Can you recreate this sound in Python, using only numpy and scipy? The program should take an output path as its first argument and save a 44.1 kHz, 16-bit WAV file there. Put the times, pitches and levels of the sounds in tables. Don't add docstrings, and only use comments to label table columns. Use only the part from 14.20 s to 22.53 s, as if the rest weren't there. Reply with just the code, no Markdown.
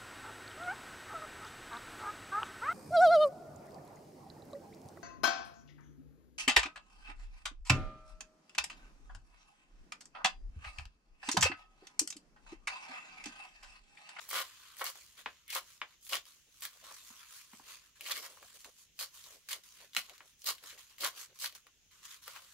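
import sys
import numpy as np
from scipy import signal
from scipy.fft import rfft, irfft, next_fast_len
from scipy.io import wavfile
from scipy.ndimage import uniform_filter1d

SR = 44100
rng = np.random.default_rng(int(sys.argv[2]) if len(sys.argv) > 2 else 0)


def output_pcm(signal):
    pcm = np.clip(np.atleast_2d(signal).T, -1, 1) * 32767
    wavfile.write(sys.argv[1], SR, np.round(pcm).astype(np.int16))


def how_loud(loudness_db):
    steps = np.asarray(loudness_db, float) / 20
    return 10 ** steps


N = 367353

# [t/s, knock peak/dB, click re knock/dB, thud re knock/dB]
TAPS = [
    (1.0595, -32, -6, -26),
    (1.6155, -33, -6.5, -32),
    (2.714, -47.5, -14, -25),
    (2.903, -53, -20, -5),
    (3.332, -50, -11, -3),
    (3.397, -49, -24, -12),
    (4.454, -49, -22.5, -19),
    (5.772, -70, -20, 14),
    (6.005, -52.5, -2.5, -24),
]


def unit(x):
    return x / np.sqrt(np.mean(x ** 2) + 1e-20)


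def along(points, hz):
    f, v = np.transpose(points)
    return np.interp(np.log(hz + 1), np.log(f + 1), v)


def filtered(x, response):
    m = next_fast_len(N + SR // 2)
    return irfft(rfft(x, m) * response(np.fft.rfftfreq(m, 1 / SR)), m)[..., :N]


def resonances(modes):
    def response(f):
        total = 0
        for k, (hz, width, db) in enumerate(modes):
            damping = 1j * f * width
            total = total + (-1) ** k * how_loud(db) * damping / (hz * hz - f * f + damping)
        return total
    return response


def panned(pan_db):
    return how_loud(np.array([pan_db / 2, -pan_db / 2]))


def paired(mid_side, response):
    # [f/Hz, correlation]
    likeness = [(40, .6), (120, .45), (300, .75), (700, .72), (1400, .62), (3100, .2), (6800, 0),
                (15000, 0)]

    def spread(hz):
        turn = np.arccos(np.clip(along(likeness, hz), -1, 1)) / 2
        return response(hz) * [np.cos(turn), np.sin(turn)]

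    mid, side = filtered(mid_side, spread)
    return unit(np.array([mid + side, mid - side]))


def grains(rate_hz, spread_db, life_s, bed):
    sizes = how_loud(spread_db * np.minimum(rng.exponential(1, N), 2.8))
    cracks = (rng.random(N) < rate_hz / SR) * sizes
    envelope = bed + unit(signal.lfilter([1], [1, -np.exp(-1 / (life_s * SR))], cracks))
    steady = np.sqrt(np.abs(uniform_filter1d(envelope ** 2, size=SR // 33)) + 1e-9)
    return envelope / steady * rng.standard_normal((2, N))


def patchy(x, patchy_db):
    z = signal.stft(x, nperseg=512)[2]
    field = uniform_filter1d(rng.standard_normal(z.shape[1:]), size=6, axis=0)
    field = uniform_filter1d(field, size=8, axis=1)
    return signal.istft(z * how_loud(patchy_db * unit(field)), nperseg=512)[1][:, :N]


def clock():
    return np.arange(N * 1000 // SR + 2)[None] / 1000


def smooth(ms_values):
    ms = np.arange(N) * 1000 / SR
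    return [np.interp(ms, np.arange(len(v)), v) for v in ms_values]


def swells(middle, length, db):
    return how_loud(db - 11 * (2 * (clock() - middle) / length) ** 2)


def pull():
    # [start/s, full pull/s, stop/s, crackle/dB, page re crackle/dB]
    pulls = [(0.086, 0.16, 0.215, -39, -4.5), (0.639, .66, 0.688, -42, -7),
             (1.298, 1.353, 1.375, -41, -8.5), (1.887, 1.939, 1.955, -41, -8.5),
             (2.418, 2.425, 2.455, -44, -14), (3.805, 3.9, 3.9, -44, -5), (3.922, 3.962, 3.995, -46, -12),
             (4.0, 4.044, 4.06, -48, -5), (4.787, 4.817, 4.831, -41, -9.5), (5.284, 5.29, 5.3, -47, -14),
             (5.306, 5.32, 5.335, -41, -12), (5.76, 5.774, 5.79, -41, -13), (6.253, 6.287, 6.3, -35.5, -13),
             (6.8, 6.85, 6.868, -37.5, -7), (7.196, 7.239, 7.262, -41, -10),
             (8.055, 8.08, 8.25, -54.5, -3.5)]
    # [middle/s, length/s, page/dB, flap/dB]
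    buckles = [(0.163, 0.061, -42, -36.5), (.621, 0.0217, -38.5, -42.5), (1.368, 0.04, -40, -42.5),
               (1.94, 0.039, -39.5, -40), (2.704, 0.069, -56, -62.5), (1.315, .06, -75, -45),
               (3.92, .025, -45, -37), (3.862, .03, -62, -46), (3.97, .05, -60, -44), (.665, .03, -60, -43),
               (5.325, .05, -56, -42), (5.785, .04, -60, -42), (6.855, 0.06, -41, -45.5),
               (6.291, 0.0498, -44.5, -53)]
    # [middle/s, length/s, crackle/dB, strip/dB]
    surges = [(.165, .04, -46, -50), (.6, .025, -50, -60), (.662, .02, -44, -46), (1.305, .01, -44, -52),
              (1.351, .008, -37, -46), (1.385, .012, -45, -55), (1.925, .008, -43, -54),
              (1.954, .006, -42, -54), (3.862, .02, -50, -52), (3.918, .018, -36, -40),
              (3.965, .04, -48, -48), (4.8, .008, -44, -44), (4.81, .008, -44, -42), (4.822, .01, -44, -42),
              (4.845, .008, -48, -48), (5.295, .008, -46, -50), (5.32, .022, -44, -42),
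              (5.332, .008, -48, -46), (6.262, .01, -44, -48), (6.281, .008, -42, -42),
              (6.294, .016, -42, -38), (6.809, .01, -44, -46), (6.826, .016, -44, -44),
              (6.848, .008, -37, -42), (6.868, .01, -44, -48), (7.202, .01, -48, -50),
              (7.22, .016, -45, -47), (7.245, .008, -41, -42), (7.26, .008, -40, -44)]
    bite_s, swell_db_per_s, sag_db_per_s, stop_db_per_s = 0.00673, 186.5, 66, 479.5
    creep_db, creep_db_per_s = -13.5, 330.5
    settle_db, settle_db_per_s = -20, 127.5
    page_late_db_per_s, flap_late_db_per_s, flap_db, flap_follows = 299.5, 109.5, -1, 0.442

    t = clock()
    start, full, stop, db, page_db = np.transpose(pulls)[..., None]
    early, late = np.maximum(full - t, 0), np.maximum(t - full, 0)
    level_db = db - swell_db_per_s * early - sag_db_per_s * late
    level_db = level_db - stop_db_per_s * np.maximum(t - stop, 0)
    creep = (t < start) * how_loud(level_db + creep_db - creep_db_per_s * np.maximum(start - t, 0))
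    settle = (t > stop) * how_loud(db + settle_db - settle_db_per_s * late)
    tear = np.clip((t - start) / bite_s, 0, 1) * how_loud(level_db) + creep + settle
    page = tear * how_loud(page_db - page_late_db_per_s * early)
    flap = tear * how_loud(flap_db + flap_follows * page_db - flap_late_db_per_s * early)

    middle, length, page_shake_db, flap_shake_db = np.transpose(buckles)[..., None]
    page = np.vstack([page, swells(middle, length, page_shake_db)])
    flap = np.vstack([flap, swells(middle, length, flap_shake_db)])
    middle, length, surge_db, strip_db = np.transpose(surges)[..., None]
    tear = np.vstack([tear, swells(middle, length, surge_db)])
    strip = swells(middle, length, strip_db)
    return smooth([np.linalg.norm(g, axis=0) for g in (tear, page, flap, strip)])


def rips():
    # [f/Hz, density/dB]
    crackle_spectrum = [(600, -90.5), (1800, -43), (3200, -1.5), (4300, 0), (6000, -1.5), (8200, -5),
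                        (11000, -5), (15000, -5.5), (17000, -24)]
    # [f/Hz, width/Hz, level/dB]
    page_modes = [(341.2, 34.2, -14), (544, 30, 1), (676.6, 30.2, -1.5), (1100, 192.7, 6.5),
                  (1502, 541, -1)]
    flap_modes = [(1800, 441, -3.5), (2184.5, 239, 4.5), (2892, 396, -2), (3491, 174, 3)]
    strip_modes = [(4350, 350, 0), (5700, 500, -5)]

    def page_response(hz):
        return resonances(page_modes)(hz) / (1 + (hz / 1900) ** 4) / (1 + (260 / (hz + 1)) ** 4)

    def flap_response(hz):
        return resonances(flap_modes)(hz) / (1 + (1400 / (hz + 1)) ** 4)

    tear, page, flap, strip = pull()
    fibres = patchy(grains(rate_hz=1300, spread_db=4.0, life_s=0.0003, bed=1.0), patchy_db=1.3)
    crackle = tear * paired(fibres, lambda hz: how_loud(along(crackle_spectrum, hz)))
    drumming = page * how_loud(-1.44) * paired(fibres, page_response)
    flapping = flap * how_loud(-2.5) * paired(fibres, flap_response)
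    ringing = strip * how_loud(-4.5) * paired(fibres, resonances(strip_modes))
    return how_loud(1.0) * (crackle + drumming + flapping + ringing)


def snaps():
    # [t/s, peak/dB, f/Hz, left-right/dB]
    jumps = [(.107, -36, 2000, -2.5), (.112, -26.5, 2100, .5), (.13, -28, 1096, -2.5), (.142, -30, 1200, 0),
             (.183, -28, 3700, -5), (.195, -28.5, 1350, -2), (.2025, -27, 1100, 2), (.216, -30, 3000, 3),
             (.612, -31, 1300, 0), (.6165, -23, 1250, 0), (.6415, -35, 2170, 3), (1.302, -38, 5730, -4.5),
             (1.329, -31, 2180, 0), (1.358, -26, 1150, 2), (1.362, -27, 1100, 2), (1.352, -29.5, 3000, -5),
             (1.895, -37.5, 2970, 0), (1.932, -18.5, 2770, -0.5), (1.94, -32, 1800, 3),
             (1.954, -22, 2910, -6), (1.968, -27, 3280, -2), (2.422, -36, 3340, 4), (2.452, -28, 2957, -5),
             (3.877, -34, 3320, -4.5), (3.911, -28, 3490, 0.5), (3.919, -26, 3840, 0),
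             (3.977, -35, 3920, 2.5), (4.791, -30.5, 4210, 2.5), (5.288, -34.5, 2770, 5.5),
             (5.313, -35, 3000, 5), (5.7655, -14, 2800, -9), (6.271, -25.5, 4510, 7.5),
             (6.807, -33.5, 4300, 9), (6.835, -27, 1100, 0), (6.847, -22, 3300, -5.5),
             (6.855, -26, 1150, 0), (7.259, -29, 3252, 4.5), (7.243, -29, 1492, 5)]
    # [t/s, peak/dB, f/Hz]
    creases = [(.089, -39.5, 1360), (.568, -43.5, 2740), (.756, -43, 1020), (1.2795, -46, 3820),
               (5.98, -47, 4050), (1.867, -42.5, 3420), (2.054, -44.5, 4540), (2.641, -46.5, 2820),
               (3.809, -36, 2552), (3.909, -28.5, 996), (4.173, -44.5, 1060), (4.228, -42, 1139),
               (4.445, -36.5, 3392), (5.04, -40.5, 4270), (5.7335, -42, 3180), (5.749, -37.5, 3200),
               (5.896, -39.5, 3020), (6.219, -42, 5770), (6.382, -46, 3140), (6.577, -44, 1960),
               (6.783, -42, 2950), (.595, -36, 1580), (3.857, -42, 2950), (4.042, -40, 1150),
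               (7.189, -40, 5480), (7.325, -43.5, 4000), (7.351, -38, 4260), (7.468, -44.5, 1476),
               (7.854, -37.5, 5840), (8.039, -41, 5440), (8.079, -30.5, 1510), (8.162, -35, 1284)]
    jump_crack_db, crease_crack_db, crack_lags = -18, -14, 0.87
    nail_hz, nail_db, nail_crack_db = 2300, 18, -40
    nail_top_hz = 4600

    flips = [(*row, jump_crack_db - crack_lags * (row[1] + 30)) for row in jumps]
    flips += [(*row, 0, crease_crack_db) for row in creases]
    paper_count = len(flips)
    flips += [(s, db + click_db + nail_db, nail_hz, 0, nail_crack_db) for s, db, click_db, _ in TAPS]

    paper, nail = np.zeros((2, N + SR)), np.zeros((2, N + SR))
    t = np.arange(SR // 25) / SR
    for k, (s, db, hz, pan_db, crack_db) in enumerate(flips):
        out = paper if k < paper_count else nail
        noise = rng.standard_normal((4, len(t)))
        phase = 2 * np.pi * np.cumsum(hz * (0.486 + 0.8163 * np.exp(-t / 0.001775))) / SR
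        pop = np.sin(phase) * how_loud(-60 * t / 0.00611) * (1 - np.exp(-t / 0.000132))
        band = signal.butter(1, [0.487 * hz, min(1.395 * hz, SR / 2.5)], "band", fs=SR)
        shudder = unit(signal.lfilter(*band, noise[:2] + 0.524 * noise[0])) * how_loud(-5.5 - 60 * t / 0.0211)
        crack = unit(np.diff(noise[2:], 2, prepend=0, append=0)) * how_loud(crack_db + 9.5 - 60 * t / 0.0104)
        gains = how_loud(db - 2.0) * panned(0.39 * pan_db)[:, None]
        out[:, round(s * SR):][:, :len(t)] += gains * (pop + shudder + crack)

    def nail_response(hz):
        return resonances([(nail_top_hz / 2, nail_top_hz, 0)])(hz) / (1 + 1j * hz / nail_top_hz) ** 3

    both = paper[:, :N] + filtered(nail[:, :N], nail_response)
    return filtered(both, lambda hz: (1j * hz / (450 + 1j * hz)) ** 2)


def ticks():
    # [t/s, peak above 7 kHz/dB, body re peak/dB]
    fibre_cracks = [(0.0854, -44, -13), (0.0897, -32, -20), (0.1022, -29, -17), (0.1111, -28, -17),
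                    (0.1306, -28, -8), (0.2024, -32, -8), (0.5671, -42, -16), (0.5861, -36, -19),
                    (0.5954, -42, -11), (0.6075, -37, -8), (0.6409, -24, -17), (0.6574, -31, -9),
                    (0.6994, -34, -14), (0.7547, -49, -5), (1.279, -41, -13), (1.2935, -41, -6),
                    (1.3024, -38, -6), (1.3279, -33, -5), (1.3508, -30, -7), (1.3654, -32, -11),
                    (1.3854, -35, -12), (1.8277, -50, -12), (1.8502, -42, -18), (1.8574, -44, -9),
                    (1.8677, -46, -6), (1.8734, -42, -8), (1.8926, -33, -15), (1.915, -37, 3),
                    (1.9314, -33, 3), (1.9415, -27, -7), (2.4069, -38, -6), (2.4289, -32, -8),
                    (2.4513, -29, -9), (2.6399, -50, -3), (2.9924, -52, -3), (3.8082, -33, -13),
                    (3.8724, -38, -7), (3.8766, -37, -8), (3.8994, -38, -6), (3.9074, -29, -5),
                    (3.9764, -34, -11), (4.79, -35, -7), (4.798, -33, -6), (5.2864, -39, -6),
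                    (5.2924, -35, -11), (5.3074, -33, -6), (5.7483, -33, 7), (5.7648, -26, 2),
                    (6.2422, -32, -1), (6.2701, -25, -8), (6.3014, -30, -9), (6.4363, -41, -10),
                    (6.7825, -39, -5), (6.8074, -31, -4), (6.8458, -26, -6), (6.8844, -36, -8),
                    (7.1891, -39, -10), (7.199, -37, -5), (7.2434, -31, -7), (7.2574, -31, -6)]
    late_s, rise_s, t60_s = 0.0008, 0.0003, 0.009

    bands, t = np.zeros((2, 2, N + SR)), np.arange(SR // 100) / SR
    shape = how_loud(-60 * t / t60_s) * (1 - np.exp(-t / rise_s))
    for s, db, body_db in fibre_cracks:
        gains = how_loud(db + np.array([0, body_db]))[:, None, None]
        burst = gains * shape * rng.standard_normal((2, len(t)))
        bands[..., round((s + late_s) * SR):][..., :len(t)] += burst
    bright = filtered(bands[0, :, :N], lambda hz: (1j * hz / (5500 + 1j * hz)) ** 3)
    body = filtered(bands[1, :, :N], resonances([(4000, 4500, 0)]))
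    return how_loud(6.0) * bright + how_loud(3.0) * body


def touch():
    # [middle/s, length/s, hiss/dB, rustle re hiss/dB]
    glides = [(0.459, 0.36, -60, 2), (.995, 0.0533, -54.5, 1.5), (1.508, 0.1825, -59, -4),
              (1.719, 0.1064, -69.5, 6), (1.865, 0.0915, -54.5, -14), (2.378, 0.154, -63.5, -4),
              (2.543, 0.235, -61.5, -2.5), (2.754, 0.152, -53.5, -5.5), (2.889, 0.149, -54, -7.5),
              (3.006, 0.16, -57, 0.5), (3.161, 0.199, -52, -4.5), (3.356, .18, -59, -4),
              (3.517, 0.138, -52, 1.5), (3.643, 0.155, -66, 1), (4.292, 0.25, -59, -4.5),
              (4.359, 0.0394, -53, -5.5), (4.606, 0.11, -59.5, -9), (4.988, 0.138, -57, -5.5),
              (5.132, 0.09, -57, -4), (5.563, 0.09975, -63.5, -0.5), (5.62, .11, -60, 2.5),
              (6.081, 0.123, -64, -4), (6.21, 0.061, -62, -14), (6.495, 0.135, -52, 0),
              (7.006, 0.1068, -46.5, -3.5), (7.167, 0.051, -61, -6), (7.853, 0.054, -53, -2),
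              (7.923, 0.1113, -52, -1.5), (8.17, 0.058, -58, 7), (8.33, 0.157, -62, -2.5)]
    # [start/s, time to lose 10 dB/s, hiss/dB, rustle re hiss/dB]
    grip_slips = [(0, .085, -51.5, -2.5), (.24, 0.1182, -54, 2), (.57, 0.2514, -54, -4.5),
                  (.75, 0.1536, -55, -3.5), (1.0, 0.03, -59.5, 6), (1.08, 0.1029, -67.5, 10.5),
                  (2.06, 0.1031, -55.5, -4.5), (2.59, 0.22, -62.5, -1), (2.635, 0.1886, -54.5, -0.5),
                  (3.75, .3, -65, 2), (4.09, 0.0951, -55, -2), (4.385, .1, -54.5, -8),
                  (4.44, 0.04, -53.5, -2), (4.932, 0.17, -55, -3.5), (5.05, 0.0713, -53.5, -4),
                  (5.43, 0.19, -56, -6.5), (5.83, 0.0939, -57.5, 1), (5.89, 0.0217, -56, -1),
                  (5.93, 0.077, -60, 0.5), (6.43, .06, -55, 2.5), (6.575, 0.08, -52.5, -3),
                  (6.69, 0.0675, -60, 0.5), (6.782, .03, -53, -3), (7.09, 0.0429, -68, 7.5),
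                  (7.345, 0.0264, -48, -3), (7.465, 0.01, -63.5, 0.5), (7.705, 0.53, -64.5, 0),
                  (8.015, .1, -55, -5), (8.2, 0.57, -63.5, 0)]
    # [middle/s, length/s, level/dB]
    bends = [(0.031, 0.072, -73), (.16, 0.122, -58), (.77, 0.047, -69.5), (0.997, 0.045, -68),
             (1.949, 0.062, -51.5), (2.283, 0.0354, -78.5), (2.561, 0.049, -73), (2.664, 0.083, -67.5),
             (2.821, .04, -73.5), (3.499, 0.226, -77.5), (3.84, 0.08, -68), (3.981, 0.132, -61),
             (4.116, 0.082, -67.5), (4.231, 0.0525, -66.5), (4.36, 0.048, -70.5), (4.473, 0.0544, -62.5),
             (5.069, 0.0435, -72), (5.142, 0.096, -66.5), (5.363, 0.061, -67), (5.634, 0.0895, -69.5),
             (5.912, 0.058, -65), (6.03, 0.091, -72.5), (6.294, 0.0802, -62), (6.447, 0.0463, -64.5),
             (6.562, 0.088, -68.5), (6.85, 0.073, -51.5), (6.97, .07, -67), (7.112, .05, -70),
             (7.352, 0.0567, -69), (7.47, 0.0404, -77.5)]
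    slip_rise_s = 0.00934
    flutter_db, bend_db = -21.5, 4.5

    middle, length, glide_db, glide_rustle_db = np.transpose(glides)[..., None]
    start, fade, slip_db, slip_rustle_db = np.transpose(grip_slips)[..., None]
    since = clock() - start
    slips = np.clip(since / slip_rise_s, 0, 1) * how_loud(slip_db - 10 * np.maximum(since, 0) / fade)
    hiss = np.vstack([swells(middle, length, glide_db), slips])
    rustle = hiss * how_loud(np.vstack([glide_rustle_db, slip_rustle_db]))
    bending = swells(*np.transpose(bends)[..., None])
    flutter = np.vstack([how_loud(flutter_db) * rustle, how_loud(bend_db) * bending])
    return smooth([np.linalg.norm(g, axis=0) for g in (hiss, rustle, flutter)])


def rubs():
    # [f/Hz, density/dB]
    hiss_spectrum = [(1000, -90.5), (2500, -18), (4500, -6), (6700, 0), (8300, -5), (12000, -6),
                     (15000, -9), (17000, -16.5)]
    rustle_spectrum = [(300, -87.5), (700, -32), (900, -8), (1050, 1.5), (1700, -1), (3200, -1), (4500, -4),
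                       (7000, -43.5), (10000, -91.5)]
    flutter_spectrum = [(70, -91.5), (160, -18), (260, -7.5), (380, -2), (550, 2.5), (800, -3.5),
                        (1000, -14.5), (1600, -90.5)]

    hissing, rustling, fluttering = touch()
    skin = patchy(grains(rate_hz=400, spread_db=3.0, life_s=0.0012, bed=1.8), patchy_db=2.3)
    hiss = paired(skin, lambda hz: how_loud(along(hiss_spectrum, hz)))
    rustle = paired(skin, lambda hz: how_loud(along(rustle_spectrum, hz)))
    flutter = paired(patchy(skin, patchy_db=1.3), lambda hz: how_loud(along(flutter_spectrum, hz)))
    return how_loud(-1.5) * (hissing * hiss + rustling * how_loud(-1.88) * rustle + fluttering * how_loud(-3.5) * flutter)


def taps():
    # [f/Hz, width/Hz]
    top_bands = [(260, 253), (1000, 770), (2900, 730)]

    bands, t = np.zeros((3, 2, N + SR)), np.arange(SR // 6) / SR
    for s, db, click_db, thud_db in TAPS:
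        for band, (hz, width), level_db in zip(bands, top_bands, (thud_db, 0, click_db)):
            noise = rng.standard_normal((3, len(t)))
            contact_s = max(0.00413, 3.5 / hz)
            contact = np.sin(np.pi * np.clip(t / contact_s, 0, 1)) ** 0.56
            wander = 0.83 * np.cumsum(noise[0]) * np.sqrt(width / SR)
            blow = contact * np.sin(2 * np.pi * hz * t + wander)
            scatter = noise[1] + 0.72 * noise[2] * np.array([[1], [-1]])
            ringing = how_loud(-1.5 - 60 * t / 0.13) * scatter
            band[:, round(s * SR):][:, :len(t)] += how_loud(db + level_db + 0.5) * (blow + ringing)

    total = np.zeros((2, N))
    for band, (hz, width) in zip(bands, top_bands):
        mode = resonances([(hz, 2 * width, 0)])
        total += filtered(band[:, :N], lambda f: mode(f) ** 2)
    return total


def room(x):
    # [f/Hz, t60/s]
    decay = [(300, 0.2207), (1500, 0.127), (5000, 0.1464), (12000, 0.0733)]
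    hz, t, z = signal.stft(rng.standard_normal((2, SR // 3)), SR, nperseg=256)
    tail = signal.istft(z * how_loud(-60 * t / along(decay, hz)[:, None]), SR, nperseg=256)[1]
    tail = tail / np.linalg.norm(tail[0])
    delayed = np.pad(x.mean(0), (130, 0))[None]
    echo = signal.fftconvolve(delayed, tail, axes=1)[:, :N]
    return paired(echo, np.ones_like) * np.std(echo)


def hum():
    # [f/Hz, density/dB]
    hum_spectrum = [(20, -10), (50, 1), (120, -4.5), (250, -11.5), (750, -20.5), (1100, -22.5), (3100, -7),
                    (4600, -15), (6700, -6), (8200, -21), (16000, -21)]
    noise = patchy(rng.standard_normal((2, N)), patchy_db=1.3)
    return how_loud(-69.5) * paired(noise, lambda hz: how_loud(along(hum_spectrum, hz)))


def scene():
    torn, popped, tapped = rips(), snaps() + ticks(), taps()
    echo = room(how_loud(-9.0) * torn + how_loud(-3.5) * popped + how_loud(-10.5) * tapped)
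    return torn + popped + tapped + rubs() + echo + hum()


def roll_off(x):
    return signal.sosfilt(signal.butter(12, 17000, fs=SR, output="sos"), x)


def record(dry):
    # [f/Hz, left-right/dB]
    balance = [(200, -1), (700, .5), (1300, 1.5), (2400, 2), (4400, -.5), (8100, -2), (15000, -.5)]

    def microphones(hz):
        lag = np.exp(-2j * np.pi * hz * np.array([[1.3 / SR], [0]]))
        return lag * panned(along(balance, hz)) * np.where(hz < 15750, 1, how_loud(-36.0))

    return roll_off(filtered(dry, microphones))


dry = scene()
out = record(dry)
output_pcm(out)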